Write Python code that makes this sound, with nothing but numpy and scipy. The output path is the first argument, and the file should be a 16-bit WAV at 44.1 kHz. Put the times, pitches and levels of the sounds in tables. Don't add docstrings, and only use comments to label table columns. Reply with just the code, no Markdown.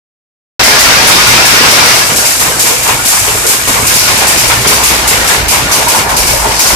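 import sys
import numpy as np
from scipy import signal
from scipy.fft import rfft, irfft, next_fast_len
from scipy.io import wavfile

SR = 44100
rng = np.random.default_rng(int(sys.argv[2]) if len(sys.argv) > 2 else 0)


def dump(signal):
    limited = np.clip(np.atleast_2d(signal).T, -1, 1)
    pcm = np.round(limited * 32767).astype(np.int16)
    wavfile.write(sys.argv[1], SR, pcm)


N = 297675

# t/s, frame level/dB, lever level/dB, gear level/dB, heald level/dB
CLATTER_LEVELS = [(0.6, -19, -14, -5.5, -19), (1.29, -21, -18, -5.5, -14),
                  (1.91, -19.5, -15.5, -5.5, -12.5), (2.12, -29, -22.5, -17.5, -12),
                  (2.56, -30, -24.5, -18.0, -13), (3.02, -33.5, -27.5, -18, -14.5),
                  (3.16, -33.0, -23.5, -15, -7.5), (3.61, -33, -28, -18, -15),
                  (3.8, -24.5, -30.5, -17.0, -11.5), (4.22, -27, -18.0, -13, -13),
                  (4.63, -24.5, -26, -15.5, -14.5), (5.05, -26.5, -20.5, -14, -18),
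                  (5.35, -26.5, -20.5, -13.0, -14), (5.44, -27.0, -22.5, -17, -29.0),
                  (6.0, -25.5, -19.5, -15.5, -14), (6.06, -29.5, -19.0, -25.5, -31.5),
                  (6.22, -24, -18.5, -21, -17), (6.7, -29, -22, -19, -13.5)]
# t/s, motor throb level/dB, floor shake level/dB
DRIVE_LEVELS = [(0.61, -25, -25.5), (0.77, -33.5, -30), (1.25, -30, -24), (1.84, -38, -24.5),
                (2.17, -40, -36), (2.52, -36, -33), (2.74, -38, -41), (3.02, -36.0, -30.5),
                (3.35, -33, -32), (3.96, -35, -26.5), (4.2, -28, -27.5), (4.62, -32.5, -30),
                (4.98, -26.5, -32), (5.41, -26.5, -27.5), (5.83, -30, -26), (6.29, -27.5, -29.5),
                (6.74, -25.5, -45)]
# t/s, level/dB
OCTAVE_LEVELS = [(.6, -30), (3.1, -28.5), (3.4, -27), (3.55, -40), (3.8, -25), (4.35, -29), (4.6, -11),
                 (4.75, -37), (6.75, -53)]
# t/s, level/dB
REED_LEVELS = [(.6, -11.5), (1.0, -12.5), (1.4, -12), (1.7, -11), (1.95, -10.5), (2.12, -22.5), (3.0, -32),
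               (3.85, -39), (3.98, -14), (4.2, -20.5), (5.0, -28), (6.0, -36), (6.2, -20), (6.45, -28),
               (6.62, -13.5), (6.75, -19)]

# throw t/s, delay to beat-up/s, crack/dB, jangle/dB, catch/dB, stick knock/dB,
# beat-up clack/dB, beat-up thud/dB, drive sag/dB
SLOW_LOOM_PICKS = [(0.789, 0.29, -12, -5.5, -17.0, -18, -11.5, -30, -2),
                   (1.269, 0.24, -8, -10, -20, -9.5, -15, -26, 1),
                   (1.709, 0.25, -7.5, -14.5, -9, -10, -16, -29.5, 8),
                   (2.161, 0.25, -7.0, -10, -5, -21, -15, -25.0, -4),
                   (2.594, 0.26, -5, -9, -10, -15.5, -18, -25, 4.0),
                   (3.051, 0.22, -9.5, -9.5, -19.0, -22, -17, -18.5, 1),
                   (3.489, 0.25, -4.5, -14, -16.0, -29, -16, -19.0, 8),
                   (3.939, 0.269, -15, -5, -8.5, -26.5, -14.0, -19.5, 9),
                   (4.374, 0.275, -19, -6.5, -17.0, -17.0, -12.5, -15.5, 7),
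                   (4.834, 0.292, -8.5, -5.0, -12, -19, -18.0, -21, 1),
                   (5.273, 0.26, -12, -10.5, -7, -22.0, -13.5, -30, 8.5),
                   (5.714, 0.27, -14, -6, -11.5, -22, -17, -21.5, 16),
                   (6.164, 0.29, -15, -7, -25, -20, -22, -20.5, -6),
                   (6.591, 0.268, -8, -6.5, -15.5, -15.5, -14.0, -22.5, 23)]
FAST_LOOM_PICKS = [(0.634, 0.26, -15, -4.5, -18.0, -17, -18, -15.5, 2),
                   (1.069, 0.2, -9.5, -5, -17.0, -11, -13, -21, 4.0),
                   (1.449, 0.19, -17, -6, -15.5, -15, -10.5, -21, 6.5),
                   (1.85, 0.24, -15, -8.5, -15, -20.5, -16.0, -19.5, 1),
                   (2.249, 0.21, -17, -6, -21, -27, -17, -20.0, 4.5),
                   (2.664, 0.22, -7.5, -11.0, -8.5, -21, -12, -20, 9.0),
                   (3.079, 0.26, -8, -10.5, -19.0, -22, -25, -23, 4),
                   (3.464, 0.21, -6.5, -15, -8, -18.5, -13.5, -18.5, 17),
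                   (3.866, 0.21, -7, -8, -12, -15.5, -11.5, -22, -3),
                   (4.269, 0.23, -9, -8, -10.0, -17.5, -10.5, -22, 6),
                   (4.67, 0.232, -19, -3.5, -19, -12.5, -13, -17.5, 1.5),
                   (5.075, 0.224, -6, -9.5, -11, -14.5, -13, -23, 8),
                   (5.481, 0.23, -17, -7, -17, -17, -16.5, -30, 6),
                   (5.881, 0.21, -11, -8, -13, -19.0, -16.5, -25, 21),
                   (6.269, 0.23, -22, -8, -24, -21.5, -16.5, -21.5, -6),
                   (6.668, 0.22, -7, -21, -15.5, -15, -14.0, -26, 0)]
# t/s, f/Hz, width/Hz, level/dB
ROD_HITS = [(0.79, 6640, 500, -11), (1.11, 3640, 160, -7), (1.389, 1442, 70, -14), (2.70, 498, 45, -16),
            (2.86, 1018, 170, -14.5), (2.886, 2350, 200, -21), (3.439, 433, 60, -14.5),
            (3.76, 735, 70, -17), (3.764, 1060, 110, -12.5), (4.276, 8500, 1200, -10),
            (5.166, 1420, 45, -22), (5.286, 1679, 90, -15), (5.715, 6150, 500, -12), (5.769, 515, 70, -16),
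            (5.865, 940, 110, -11.5), (5.94, 940, 110, -9.5), (6.11, 940, 140, -11.5), (6.33, 597, 90, -14),
            (6.44, 890, 160, -9), (6.595, 6460, 600, -13)]

# f/Hz, relative level/dB
FRAME_COLOUR = [(90, -22), (160, 0), (260, 2), (400, 0.5), (520, -0.5), (700, -10), (1200, -67),
                (3000, -52)]
LEVER_COLOUR = [(300, -45), (480, -13.5), (620, 2.5), (850, 3.5), (1250, -5), (1700, -0.5), (2600, -15.5),
                (5000, -64)]
GEAR_COLOUR = [(700, -18.5), (1200, -3), (1700, -2), (2500, -1), (3350, -3), (4300, -4.5), (5400, -6.5),
               (7000, -9.5), (10000, -16.5), (14500, -18)]
HEALD_COLOUR = [(2000, -32), (3500, -26), (4400, -4), (5200, 0), (7500, 5.5), (10000, 2), (14500, -4.5)]
REED_COLOUR = [(3000, -23.5), (4200, -8), (4800, -4.5), (5700, -3.5), (6500, -11.5), (9000, -41)]
JANGLE_COLOUR = [(1000, -38), (2400, 1), (3500, -4.5), (5200, 1.5), (7500, -0.5), (10000, -2),
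                 (14500, -4.5)]
CRACK_COLOUR = [(1500, -12), (3500, -7), (5200, -4), (7500, 1), (10000, -2), (14500, -6.5)]
CLACK_COLOUR = [(250, -43), (600, -3.5), (900, 5), (1300, 0), (2400, -2), (3500, -5), (8000, -40),
                (14500, -34)]
THUD_COLOUR = [(40, -22), (100, 3.5), (250, -2), (480, 0), (750, -10), (2000, -73)]
SWAY_COLOUR = [(12, -55), (28, -26), (37, -4), (48, -8), (60, -14), (90, -11), (300, -68)]
FLOOR_COLOUR = [(30, -35), (62, -16), (80, -2), (98, -1), (125, 0), (170, -12.5), (350, -19.5),
                (1500, -70)]
# f/Hz, width/Hz, lift/dB
BODY_MODES = [(423, 21, 2.5), (512, 122, 3), (630, 89, 1), (757, 25, 3), (922, 88, 3), (1046, 115, 3.5),
              (1300, 23, 2), (1425, 69, 3.5), (1670, 120, 1.5), (1880, 57, 1), (2195, 130, 2.5),
              (2370, 81, 2), (2640, 63, -1.5), (2680, 58, 1.5), (3750, 48, 3.5), (4700, 44, 2)]
# f/Hz, left-right correlation
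STEREO_LIKENESS = [(60, 0.9), (200, 0.86), (430, 0.77), (700, 0.43), (1050, 0.36), (1600, -0.21), (2300, 0),
                   (14000, 0)]
# f/Hz, left minus right level/dB
STEREO_BALANCE = [(60, -4), (150, -3), (270, -1), (500, 0), (800, -1.5), (1500, 0.5), (2300, 3), (3300, -1),
                  (4200, 1.5), (5300, 4.5), (7000, 2), (9500, -2.3), (14000, -3)]

SLOW_DELAYS_S, FAST_DELAYS_S = (.061, .233), (.035, .209)
SIDES = np.array([[1], [-1]])


def from_db(db):
    return np.exp(np.asarray(db) * (np.log(10) / 20))


def rms_one(x):
    return x / np.sqrt(np.mean(x ** 2) + 1e-20)


def in_time(rows):
    times, *columns = np.transpose(rows)
    return [np.interp(np.arange(N) / SR, times, column) for column in columns]


def at_hz(points, hz):
    point_hz, values = np.transpose(points)
    return np.interp(np.log(hz), np.log(point_hz), values)


def drift(per_s):
    knots = rng.standard_normal(8192)
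    return rms_one(np.interp(np.arange(N) / SR * per_s, np.arange(len(knots)), knots))


def chatter(colour, rough_db, contacts_per_s):
    size = next_fast_len(N, real=True)
    hz = np.maximum(np.arange(size // 2 + 1) * SR / size, 1)
    grit = rng.standard_normal((2, N)) * from_db(rough_db * drift(contacts_per_s))
    mid, side = rfft(grit.astype(np.float32), size)
    alike = at_hz(STEREO_LIKENESS, hz)
    pair = np.sqrt(1 + alike) * mid + np.sqrt(1 - alike) * side * SIDES
    mode_hz = np.arange(0, SR / 2, 55)
    ripple_db = 1.1 * np.interp(hz, mode_hz, rng.standard_normal(len(mode_hz))) * np.minimum(hz / 3000, 1)
    gain = from_db(at_hz(colour, hz) + ripple_db + SIDES * at_hz(STEREO_BALANCE, hz) / 2)
    return rms_one(irfft(pair * gain, size)[:, :N])


def blows(times, levels_db, t60, rise_s):
    power, age = np.zeros(N), np.arange(SR // 2) / SR
    attack = 1 - np.exp(-age / rise_s)
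    for s, level_db in zip(times, levels_db):
        at = int(s * SR)
        power[at:at + len(age)] += (attack * from_db(level_db - 60 * age / t60) ** 2)[:N - at]
    return np.sqrt(power)


def contact_cues():
    catches, knocks = [], []
    for picks, (stick_s, catch_s) in ((SLOW_LOOM_PICKS, SLOW_DELAYS_S), (FAST_LOOM_PICKS, FAST_DELAYS_S)):
        for s, beat_s, _, _, catch_db, stick_db, clack_db, thud_db, _ in picks:
            catches.append((s + catch_s, catch_db))
            knocks.append((s + stick_s, stick_db, stick_db - 7))
            knocks.append((s + beat_s, clack_db, thud_db))
    return [[row for row in rows if row[0] < N / SR] for rows in (catches, knocks)]


def running_gear(knocks):
    frame_db, levers_db, gears_db, healds_db = in_time(CLATTER_LEVELS)
    knock_s, clack_db, _ = np.transpose(knocks)
    jolts = blows(knock_s, clack_db + 3, t60=0.36, rise_s=0.014)
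    shaken = np.hypot(from_db(gears_db), jolts)
    frame = from_db(frame_db - 0.9) * chatter(FRAME_COLOUR, rough_db=2.44, contacts_per_s=90)
    levers = from_db(levers_db - 0.66) * chatter(LEVER_COLOUR, rough_db=2.5, contacts_per_s=110)
    gears = shaken * from_db(-2.26) * chatter(GEAR_COLOUR, rough_db=1.5, contacts_per_s=260)
    healds = from_db(healds_db - 3.0) * chatter(HEALD_COLOUR, rough_db=-1.5, contacts_per_s=970)
    clinks = shaken * random_pings(level_db=-9.5, per_s=110, t60=0.16, low_hz=1150, high_hz=3000)
    return frame + levers + gears + healds + clinks


def random_pings(level_db, per_s, t60, low_hz, high_hz, spread_db=3.0):
    out, age = np.zeros((2, N)), np.arange(SR // 14, dtype=np.float32) / SR
    draws = rng.random((2000, 4))
    strengths = from_db(spread_db * np.clip(rng.standard_normal((len(draws), 2, 1)), -2, 2))
    times = np.cumsum(-np.log(1 - draws[:, 0])) / per_s
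    decay = from_db(-60 * age / t60)
    for s, strength, (_, pitch, *phases) in zip(times, strengths, draws):
        at = int(s * SR)
        if at < N:
            hz = float(low_hz * (high_hz / low_hz) ** pitch)
            ping = strength * decay * np.sin(2 * np.pi * (hz * age + np.float32(phases)[:, None]))
            out[:, at:at + len(age)] += ping[:, :N - at]
    return from_db(level_db) * rms_one(out)


def drive(motor_hz=58.8, waver_db=2.0, floor_sag_share=0.44):
    throb_db, shake_db = in_time(DRIVE_LEVELS) - drive_sag() * np.array([[1], [floor_sag_share]])
    throb_db += waver_db * drift(per_s=9)
    octave_db, = in_time(OCTAVE_LEVELS)
    phase = 2 * np.pi * np.cumsum(motor_hz * (1 + 0.0252 * drift(per_s=9))) / SR
    hum = from_db(throb_db + 3.0) * np.sin(phase) + from_db(octave_db - 7.0) * np.sin(2 * phase)
    sway = from_db(throb_db - 3.5) * chatter(SWAY_COLOUR, rough_db=3.0, contacts_per_s=31)
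    shake = from_db(shake_db + 0.1) * chatter(FLOOR_COLOUR, rough_db=2.5, contacts_per_s=30)
    return sway + shake + hum * from_db(at_hz(STEREO_BALANCE, motor_hz) * SIDES / 2)


def drive_sag(delay_s=0.052, width_s=0.036):
    t = np.arange(0, N / SR, .002)
    dips = sum(depth_db * np.exp(-np.minimum(((t - s - delay_s) / width_s) ** 2, 20))
               for s, *_, depth_db in [*SLOW_LOOM_PICKS, *FAST_LOOM_PICKS])
    return np.interp(np.arange(N) / SR, t, dips)


def reed(pan_db=1.5):
    level_db, = in_time(REED_LEVELS)
    sizzle = chatter(REED_COLOUR, rough_db=1.0, contacts_per_s=360)
    return from_db(level_db - 0.5 + pan_db * SIDES / 2) * sizzle


def shuttle(catches):
    throw_s, _, crack_db, jangle_db, *_ = np.transpose([*SLOW_LOOM_PICKS, *FAST_LOOM_PICKS])
    catch_s, catch_db = np.transpose(catches)
    shimmer = random_pings(level_db=-8.5, per_s=240, t60=0.051, low_hz=4295, high_hz=12470)
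    steel = chatter(JANGLE_COLOUR, rough_db=-0.5, contacts_per_s=460)
    jangle = blows(throw_s, jangle_db - 0.7, t60=0.77, rise_s=0.0072) * (steel + shimmer)
    thrown = blows(throw_s, crack_db + 0.1, t60=0.4, rise_s=0.001)
    caught = blows(catch_s, catch_db + 0.1, t60=0.41, rise_s=0.0065)
    return jangle + np.hypot(thrown, caught) * chatter(CRACK_COLOUR, rough_db=1.0, contacts_per_s=1100)


def stick_and_sley(knocks):
    knock_s, clack_db, thud_db = np.transpose(knocks)
    ring = blows(knock_s, clack_db - 0.5, t60=0.42, rise_s=0.0058)
    snap = blows(knock_s, clack_db - 0.8, t60=0.026, rise_s=0.0004)
    weight = blows(knock_s, thud_db - 0.2, t60=0.51, rise_s=0.0078)
    clack = np.hypot(ring, snap) * chatter(CLACK_COLOUR, rough_db=1.5, contacts_per_s=300)
    thud = weight * chatter(THUD_COLOUR, rough_db=3.0, contacts_per_s=110)
    return clack + thud


def rods(t60=0.36, rise_s=0.0034):
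    out, age = np.zeros((2, N)), np.arange(SR // 2) / SR
    envelope = from_db(-60 * age / t60) * (1 - np.exp(-age / rise_s))
    for s, hz, width_hz, level_db in ROD_HITS:
        radius = np.exp(-np.pi * width_hz / SR)
        poles = [1, -2 * radius * np.cos(2 * np.pi * hz / SR), radius ** 2]
        ring = signal.lfilter([1, 0, -1], poles, rng.standard_normal((2, len(age))))
        at = int(s * SR)
        out[:, at:at + len(age)] += (from_db(level_db) * envelope * rms_one(ring))[:, :N - at]
    return out


def loom_body(contacts):
    out = contacts.copy()
    for hz, width_hz, lift_db in BODY_MODES:
        radius = np.exp(-np.pi * width_hz / SR)
        poles = [1, -2 * radius * np.cos(2 * np.pi * hz / SR), radius ** 2]
        share = (from_db(lift_db) - 1) * from_db(3.5 * drift(per_s=20))
        out += signal.lfilter(np.array([1, 0, -1]) * (1 - radius ** 2) / 2, poles, contacts * share)
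    return out


def shed_echo(looms, t60=0.18):
    out = np.zeros((2, N))
    lags = (rng.uniform(.017, .055, 16) * SR).astype(int)
    for k, lag in enumerate(lags):
        ear, polarity = k % 2, (-1) ** (k // 2)
        loop = looms[ear].copy()
        feedback = from_db(-60 * lag / SR / t60)
        for i in range(lag, N, lag):
            loop[i:i + lag] += feedback * loop[i - lag:i][:N - i]
        out[ear] += (loop - looms[ear]) * polarity
    return out


def scene():
    catches, knocks = contact_cues()
    contacts = shuttle(catches) + stick_and_sley(knocks) + running_gear(knocks)
    looms = loom_body(contacts) + reed() + rods()
    return looms + from_db(-26) * shed_echo(looms) + drive()


def record(dry, start_s=0.594, fade_s=0.0032, ceiling=0.98, cutoff_hz=14400):
    fade_in = np.clip((np.arange(N) / SR - start_s) / fade_s, 0, 1)
    hot = dry * fade_in * from_db(2.0)
    flattened = hot / (1 + (np.abs(hot) / ceiling) ** 6) ** (1 / 6)
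    lowpass = signal.ellip(12, .1, 70, cutoff_hz, fs=SR, output="sos")
    return np.clip(signal.sosfilt(lowpass, flattened), -1, 1)


dry = scene()
out = record(dry)
dump(out)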